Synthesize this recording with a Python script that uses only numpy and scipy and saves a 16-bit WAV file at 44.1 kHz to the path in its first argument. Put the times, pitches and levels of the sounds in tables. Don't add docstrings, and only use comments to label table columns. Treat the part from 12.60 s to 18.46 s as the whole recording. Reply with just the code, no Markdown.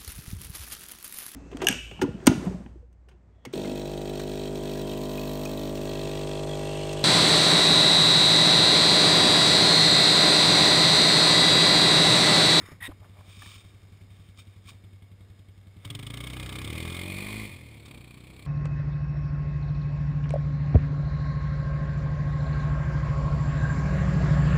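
import sys
import numpy as np
from scipy import signal
from scipy.fft import rfft, irfft, next_fast_len
from scipy.io import wavfile
from scipy.ndimage import map_coordinates

SR = 44100
rng = np.random.default_rng(int(sys.argv[2]) if len(sys.argv) > 2 else 0)


def generate_wav(signal):
    frames = np.transpose(np.atleast_2d(signal))
    scaled = np.clip(frames, -1, 1) * 32767
    pcm = np.round(scaled).astype(np.int16)
    wavfile.write(sys.argv[1], SR, pcm)


def gain_from_db(level_db):
    decades = np.asarray(level_db, float) / 20
    return 10 ** decades


N = 258558
TIME_S = np.arange(N) / SR


def unit(x):
    return x / np.sqrt(np.mean(x ** 2) + 1e-20)


def curves(rows):
    s, *cols = np.transpose(rows)
    return [np.interp(TIME_S, s, c) for c in cols]


def filtered(x, response):
    m = next_fast_len(N + SR)
    return irfft(rfft(x, m) * response(np.fft.rfftfreq(m, 1 / SR)), m)[:N]


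def modes(rows):
    signed = [(*row, (-1) ** k)[:4] for k, row in enumerate(rows)]

    def response(f):
        return sum(np.sign(sign) * gain_from_db(db) * 1j * f * width / (hz * hz - f * f + 1j * f * width)
                   for hz, width, db, sign in signed)
    return response


def noise():
    return rng.standard_normal(N)


def coloured(x, rows):
    return unit(filtered(x, modes(rows)))


def wobble(rate_hz):
    knots = rng.standard_normal(int(N * rate_hz / SR) + 4)
    return map_coordinates(knots, [np.arange(N) * rate_hz / SR])


def spikes(times_s, sizes):
    at = np.clip(np.round(times_s * SR).astype(int), 0, N - 1)
    return np.bincount(at, sizes, N)


def crackle(rate_hz, spread_db, hiss):
    size = gain_from_db(spread_db * rng.exponential(size=N)) * noise()
    return unit(size * (rng.random(N) < rate_hz / SR)) + hiss * noise()


def strokes(rows):
    edge_db = 30
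    levels_db = []
    for start_s, db, rise_s, hold_s, fall_s in rows:
        before = (start_s - TIME_S) / abs(rise_s)
        after = (TIME_S - start_s - hold_s) / abs(fall_s)
        levels_db.append(db - edge_db * np.maximum(np.maximum(before, after), 0))
    return gain_from_db(np.max(levels_db, axis=0))


# freq_hz, density_db_per_hz
AIR_SPECTRUM = [(30, 8.5), (150, -8), (350, -23), (1050, -39.5), (1900, -38.5), (2280, -54), (2750, -39),
                (3400, -69), (3620, -38.5), (3950, -44.5), (4800, -46.5), (5050, -36.5), (5500, -49),
                (6000, -42)]


def wood():
    f, db = np.transpose(AIR_SPECTRUM)

    def response(hz):
        shape_db = np.interp(np.log(hz + 300), np.log(f + 300), db)
        return gain_from_db(shape_db) * (hz / (hz + 150)) ** 2
    return gain_from_db(-58) * gain_from_db(wobble(4.9)) * unit(filtered(noise(), response))


# peak_start_s, level_db, rise_s, hold_s, fall_s
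LEAF_STROKES = [(.45, -70, .3, .01, .2), (.59, -65, 0.26, .06, .1), (.692, -55, 0.11, .11, .1),
                (.818, -49, 0.14, 0.14, .12), (.95, -54.5, .05, 0.062, 0.057), (1.03, -63, .05, .02, 0.51),
                (1.1, -78, .1, .15, .1), (1.36, -67.5, 0.32, .01, 0.079), (1.416, -61.5, 0.02, .002, 0.037),
                (1.506, -67, .03, .2, .05), (1.796, -48.5, 0.051, 0.0016, 0.057),
                (1.84, -68.5, .05, 0.12, .07), (1.984, -70, .08, .002, .07),
                (2.094, -45, 0.064, .002, 0.05), (2.13, -64, .05, .002, 0.15),
                (2.242, -74, .015, .002, .15), (5.258, -50, 0.009, 0.0083, 0.019)]
# freq_hz, width_hz, level_db
LITTER = [(1170, 204, -4), (2353, 140, 4.5), (3150, 380, -0.5), (3680, 116, 6.5), (4700, 1300, -4.5),
          (5820, 1760, -3)]


def leaves():
    clumps = gain_from_db(0.35 * wobble(90))
    snaps = crackle(rate_hz=5000, spread_db=2.5, hiss=.9)
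    return strokes(LEAF_STROKES) * coloured(clumps * snaps, LITTER)


# start_s, peak_db, pitch_hz, t60_s
TAPS = [(.002, -35, 200, 0.017), (.012, -38.5, 300, 0.026), (.036, -40, 109, 0.052),
        (0.04, -43, 395, 0.018), (0.087, -37.5, 320, 0.019), (.118, -41, 288, 0.026),
        (0.118, -40, 150, 0.1), (0.119, -44, 550, 0.035), (.281, -35.5, 258, 0.028),
        (.289, -35, 303, 0.061), (0.295, -36.5, 60, 0.11), (.3, -59, 700, 0.018),
        (0.32, -42.5, 1030, 0.017), (.418, -54, 600, 0.033), (.445, -44, 1530, 0.0072),
        (0.45, -49, 1100, 0.011), (.58, -57, 600, 0.053), (.61, -43, 1050, 0.011),
        (.82, -43.5, 1170, 0.047), (0.821, -39, 1750, 0.028), (.83, -44, 850, 0.011),
        (0.836, -43.5, 275, 0.025), (0.86, -39, 1770, 0.011), (0.862, -39, 1100, 0.0065),
        (1.789, -54, 1150, 0.034), (2.085, -48, 1150, 0.046), (2.118, -42.5, 126, 0.14),
        (2.147, -53, 252, 0.032)]


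def taps():
    out, t = np.zeros(N + SR), np.arange(SR // 8) / SR
    for start_s, db, hz, t60_s in TAPS:
        attack = 1 - np.exp(-t / 0.000065)
        ring = np.sin(2 * np.pi * hz * t) * gain_from_db(-60 * t / t60_s) * attack
        band = signal.butter(1, [.5 * hz, 1.6 * hz], "band", fs=SR)
        puff = unit(signal.lfilter(*band, rng.standard_normal(len(t))))
        puff = 0.21 * puff * gain_from_db(-60 * t / (1.6 * t60_s))
        out[round(start_s * SR):][:len(t)] += gain_from_db(db) * (ring + puff)
    return out[:N]


# peak_start_s, level_db, rise_s, hold_s, fall_s
RUB = [
    (0, -53, .01, 0.12, 0.095),
]
# peak_start_s, level_db, rise_s, hold_s, fall_s
FUMBLE = [(.27, -51, .005, .056, .01), (.418, -58, .02, 0.06, .035), (.612, -52.5, 0.17, .001, 0.035),
          (.63, -61.5, .02, 0.078, .01), (.824, -63, .03, 0.0046, 0.07), (.84, -65, .02, .03, .3)]
# time_s, level_db, pressure_0_1
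SCRAPE = [
    (.203, -70, 0),
    (.206, -47, .1),
    (.228, -42, .4),
    (.25, -39.5, .75),
    (.276, -42.5, .9),
    (.284, -60, .5),
    (.29, -75, .5),
]
# freq_hz, width_hz, level_db
SHELL = [(1150, 220, -2.5), (1930, 290, -2), (2350, 170, -4), (3100, 410, -16), (3660, 100, -7.5),
         (5240, 250, -7.5)]
# freq_hz, width_hz, level_db
SEAM_LIGHT = [(980, 350, -15.5), (1913, 86, 2), (2300, 270, -14), (3620, 380, -15)]
# freq_hz, width_hz, level_db
SEAM_PRESSED = [(2460, 270, -1.5), (3340, 310, -2), (3760, 91, 9), (5360, 2000, -12.5)]
# freq_hz, width_hz, level_db
MOUNT = [(600, 330, -0.5), (1130, 430, -3), (1750, 160, -8)]


def glove():
    slips = gain_from_db(1.3 * wobble(140))
    grip = crackle(rate_hz=6000, spread_db=1.2, hiss=1)
    shell, light, pressed = [unit(slips * filtered(grip, modes(body)))
                             for body in (SHELL, SEAM_LIGHT, SEAM_PRESSED)]
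    start_s, level_db, _ = np.transpose(SCRAPE)
    scrape_gain = gain_from_db(np.interp(TIME_S, start_s, level_db, left=-150, right=-150))
    pressure = curves(SCRAPE)[1]
    scrape = scrape_gain * (light + pressure * pressed)
    ticks = crackle(rate_hz=1500, spread_db=2.5, hiss=.6)
    fumble = gain_from_db(-5) * strokes(FUMBLE) * coloured(ticks, MOUNT)
    return strokes(RUB) * shell + scrape + fumble


IDLE_PER_S, FULL_PER_S = 11, 55
# time_s, gas_level_db, throttle_0_1, turned_away_0_1
DRIVE = [(0, -66.5, 0, 0.3), (3.1, -66.5, 0.3, 0.46), (3.2, -61.5, .3, 0.53), (3.25, -49, 0.83, 0.28),
         (3.3, -45.5, 1, 0.4), (3.45, -47.5, 0.89, 0.41), (3.62, -44.5, 0.88, 0.37),
         (3.95, -43.5, 0.87, 0.29), (4.2, -42, 0.93, 0.47), (4.38, -43, 0.95, 0.36), (4.55, -45.5, 1, 0.8),
         (4.82, -48, 0.06, 0.77), (4.92, -52.5, 0, 0.56), (5.0, -57, 0, 0.61), (5.24, -60, 0.4, 0.81),
         (5.3, -54.5, 1, 0.86), (5.45, -58, 0.77, 0.83), (5.86, -57.5, 0.92, 0.82)]


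def drive(speed):
    clutch_s, bite_s = 3.464, 0.33
    hot_revs = 0.38
    gas_db, throttle, away = curves(DRIVE)
    shut, away = 1 - np.clip(throttle, 0, 1), np.clip(away, 0, 1)
    revs = np.clip((speed - IDLE_PER_S) / (FULL_PER_S - IDLE_PER_S), 0, 1)
    load = np.clip((TIME_S - clutch_s) / bite_s, 0, 1)
    heat = np.clip(revs / hot_revs, 0, 1) * (1 - 0.73 * load)
    blur = 0.76 * revs ** 2 + 0.54 * shut
    return gas_db, shut, away, revs, load, heat, blur


# order_per_firing, over_gas_db, idle_to_full_swing_half_db, turned_away_db
ORDERS = [(2, -2, 4, 5.5), (3, -15, -10.5, 13.5), (4, -13, 16, 2), (5, -12, 1.5, 3), (6, -15, -3, 4),
          (7, -20, 7.5, 5), (8, -12, 1.5, -7.5), (9, -9.5, -7, -14), (10, -12.5, -8, -9.5),
          (13, -15.5, -0.5, -4.5)]


def hum(turns, gas_db, revs, away):
    asleep_db = -34 * np.clip(1 - revs / 0.39, 0, 1)
    out = np.zeros(N)
    for order, over_gas_db, rise_db, away_db in ORDERS:
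        db = gas_db + over_gas_db + rise_db * (2 * revs - 1) + away_db * away + asleep_db
        level = np.sqrt(2) * gain_from_db(db + wobble(22.54) / 2)
        out += level * np.cos(2 * np.pi * round(order) * turns - .45)
    return out


def frame(turns, gas_db, pop_db, revs, away):
    rumble = gain_from_db(pop_db - 24) * coloured(noise(), [(55, 20, 0)])
    rock_db = gas_db + 5.5 - 51 * (1 - revs) - 0.5 * away
    rock = gain_from_db(rock_db + 1.2 * wobble(22)) * np.cos(2 * np.pi * turns + .6 * wobble(11))
    return rumble + rock


def churn(gate, pop_db, heat, speed):
    swirl = unit(filtered(noise(), lambda f: 1j * f / (150 + 1j * f) / (1 + 1j * f / 300) ** 2))
    level_db = pop_db - 23 + 13 * (1 - heat) - 7 * speed / FULL_PER_S
    return gain_from_db(level_db + wobble(9)) * np.sqrt(gate) * swirl


# freq_hz, width_hz, level_db
SHIELD = [(2116, 119, 3.5), (2443, 64, 8), (4330, 880, -11.5)]
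# freq_hz, width_hz, level_db
SLOW_SHIELD = [(2420, 97, 8.5), (4500, 280, -6)]
# freq_hz, width_hz, over_rattle_db
PING = [(2390, 59, 35)]


def shield(fired, chance, puff, rattle_db, blur, slow):
    knock = np.convolve(spikes(fired, gain_from_db(1.6 * chance[:, 3])), puff)[:N]
    knock += (.03 + .5 * np.abs(blur)) * gain_from_db(2 * wobble(60))
    fast_tin, slow_tin = [coloured(noise(), body) for body in (SHIELD, SLOW_SHIELD)]
    rattle = gain_from_db(rattle_db + 4) * knock * ((1 - slow) * fast_tin + slow * slow_tin)
    strikes = spikes(fired + .001, gain_from_db(3 * chance[:, 3])) * slow * gain_from_db(rattle_db)
    return rattle + filtered(strikes, modes(PING))


# freq_hz, width_hz, level_db
HOUSING = [(540, 220, -7.5), (971, 97, -4.5), (1170, 188, 1.5), (1690, 47, -1.5), (2174, 244, 3.5),
           (2307, 214, 5.5), (3020, 420, -11), (3733, 94, -1.5), (4640, 910, -10), (4960, 160, -16)]
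# freq_hz, width_hz, level_db
FAR_SIDE = [(700, 830, -14.5), (1100, 210, -3), (2327, 335, 0.5), (2231, 101, 5), (3300, 570, -9.5),
            (4510, 410, -10.5), (5860, 740, -17)]


def gas_jet(gate, gas_db, away):
    gas = crackle(rate_hz=6000, spread_db=2, hiss=.9)
    near, far = [coloured(gas, body) for body in (HOUSING, FAR_SIDE)]
    return gain_from_db(gas_db - 3) * gate * ((1 - away) * near + away * far)


# freq_hz, width_hz, level_db
CRACK = [(1170, 96, -44), (2240, 1300, -14.5), (3110, 500, -2), (3603, 510, 0), (4700, 2400, -5),
         (5150, 1700, -4)]
# freq_hz, width_hz, level_db
FAR_CRACK = [(1190, 130, -7), (2465, 79, 2), (3400, 700, -8), (4400, 300, -5)]


def shock(fired, chance, hot, gas_db, revs, shut, away):
    t = np.arange(SR // 12) / SR
    shape = .35 * (t / .0017) ** 3 * np.exp(-t / .0017)
    starts_s = fired - .0038 + .003 * (1 - hot) + .001 * chance[:, 2]
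    head = np.convolve(spikes(starts_s, gain_from_db(1.5 * chance[:, 0])), shape)[:N]
    front, back = [coloured(noise(), body) for body in (CRACK, FAR_CRACK)]
    level_db = gas_db + 19.5 - 10.5 * revs - 14 * shut
    return gain_from_db(level_db) * head * ((1 - away ** 2) * front + away ** 2 * back)


# freq_hz, width_hz, level_db, sign
COOL_PIPE = [(60, 25.6, -13, 1), (97.86, 5.46, 3.5, -1), (116, 7.1, -11, 1), (150, 61, -16.5, -1),
             (172.8, 9, -13.5, -1), (250, 38, -20.5, 1), (307, 42, -19, -1), (391, 8.3, -17.5, 1)]
# freq_hz, width_hz, level_db, sign
HOT_PIPE = [(57, 5, -32, 1), (111.5, 27.5, 3, 1), (150, 81, -7, -1), (199, 10.6, -8, 1), (289, 10, 1, -1),
            (300.5, 3.4, -3, 1), (407, 16, -4.5, -1)]
# freq_hz, width_hz, level_db, sign
OPEN_PIPE = [(77, 20, -10.5, 1), (122, 25, -9, 1), (200, 34, -22, 1), (262.5, 7.2, -11.5, 1),
             (320, 21, -8, 1), (416, 12, -13, 1), (466, 27, -21.5, 1)]
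# freq_hz, width_hz, level_db
THUMP = [(150, 58, -10)]


def exhaust(blow, boom_db, pop_db, heat, slow):
    def soft(rows):
        return lambda f: modes(rows)(f) / (1 + 1j * f / 230) ** 2
    scale = np.sqrt(SR * SR / 30)
    cool = filtered(blow * (1 - heat) * gain_from_db(boom_db), soft(COOL_PIPE))
    warm = filtered(blow * heat * gain_from_db(boom_db - 1), soft(HOT_PIPE))
    pop = filtered(blow * gain_from_db(pop_db - 9), lambda f: modes(OPEN_PIPE)(f) / (1 + 1j * f / 400) ** 3)
    thump = filtered(blow * slow * gain_from_db(pop_db - 9), soft(THUMP))
    radiated = filtered(warm + pop + thump, lambda f: (1j * f / (38 + 1j * f)) ** 2)
    return scale * (cool + radiated)


# time_s, firings_per_s
SPEED = [(0.0, 10.563), (1.06, 10.962), (3.06, 10.801), (3.19, 9.662), (3.27, 18.457), (3.45, 27.359),
         (3.65, 31.452), (4.0, 31.991), (4.14, 39.557), (4.56, 47.964), (4.79, 54.222), (4.86, 52.085),
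         (4.91, 44.647), (5.15, 35.127), (5.25, 36.478), (5.36, 29.92), (5.6, 30.598), (5.87, 34.595)]


def engine():
    first_turn = 1.259
    speed, = curves(SPEED)
    gas_db, shut, away, revs, load, heat, blur = drive(speed)
    boom_db = gas_db + 13 - 29 * revs + 4.5 * away * load + shut * (2 + 11.5 * load)
    pop_db = gas_db - 2.5 + load * (13 + 8.5 * away - 5.5 * revs)
    rattle_db = gas_db - 29.5 + load * (25.5 + 9.5 * away) + 23 * shut * (1 - load)
    slow = np.clip(1.9 * away * (1 - speed / FULL_PER_S), 0, 1) * away

    turns = np.cumsum(speed) / SR - first_turn
    fired = np.interp(np.arange(-1, turns[-1]), turns, TIME_S)
    chance = rng.standard_normal((len(fired), 4))
    hot = np.interp(fired, TIME_S, heat)
    even = 1 / np.sqrt(np.interp(fired * SR, np.arange(N), speed))
    blow = spikes(fired - .001 + .00006 * chance[:, 0], even * gain_from_db(.45 * chance[:, 1]))

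    t = np.arange(SR // 12) / SR
    puff = (1 - np.exp(-t / .0024)) * np.exp(-t / .0065)
    main = spikes(fired + .0015 * (1 - hot) - .0015, gain_from_db(1.03 * chance[:, 2]))
    lead = spikes(fired - .0045, 0.94 * hot)
    gate = np.convolve(main + lead, puff)[:N]
    gate = (gate + 0.16 + .5 * np.abs(blur)) / np.sqrt(0.032 + 0.0019 * speed)

    low = hum(turns, gas_db, revs, away) + frame(turns, gas_db, pop_db, revs, away)
    gas = churn(gate, pop_db, heat, speed) + gas_jet(gate, gas_db, away)
    crack = shock(fired, chance, hot, gas_db, revs, shut, away)
    tin = shield(fired, chance, puff, rattle_db, blur, slow)
    return low + gas + crack + tin + exhaust(blow, boom_db, pop_db, heat, slow)


def scene():
    return (wood() + leaves() + taps() + glove() + engine())[None]


def band_limit(x):
    return signal.sosfilt(signal.butter(12, 15990, fs=SR, output="sos"), x)


def record(dry):
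    hold_hz = 12000
    limited = filtered(dry[0], lambda hz: 1 / (1 + (hz / 5750) ** 16))
    slow = signal.resample_poly(limited, hold_hz, SR, window=("kaiser", 2))
    held = signal.resample_poly(np.repeat(slow, 4), SR, 4 * hold_hz)[:N]
    held = filtered(held, lambda hz: 1 / (1 + (hz / 15450) ** 70))
    return band_limit(held[None])


dry = scene()
out = record(dry)
generate_wav(out)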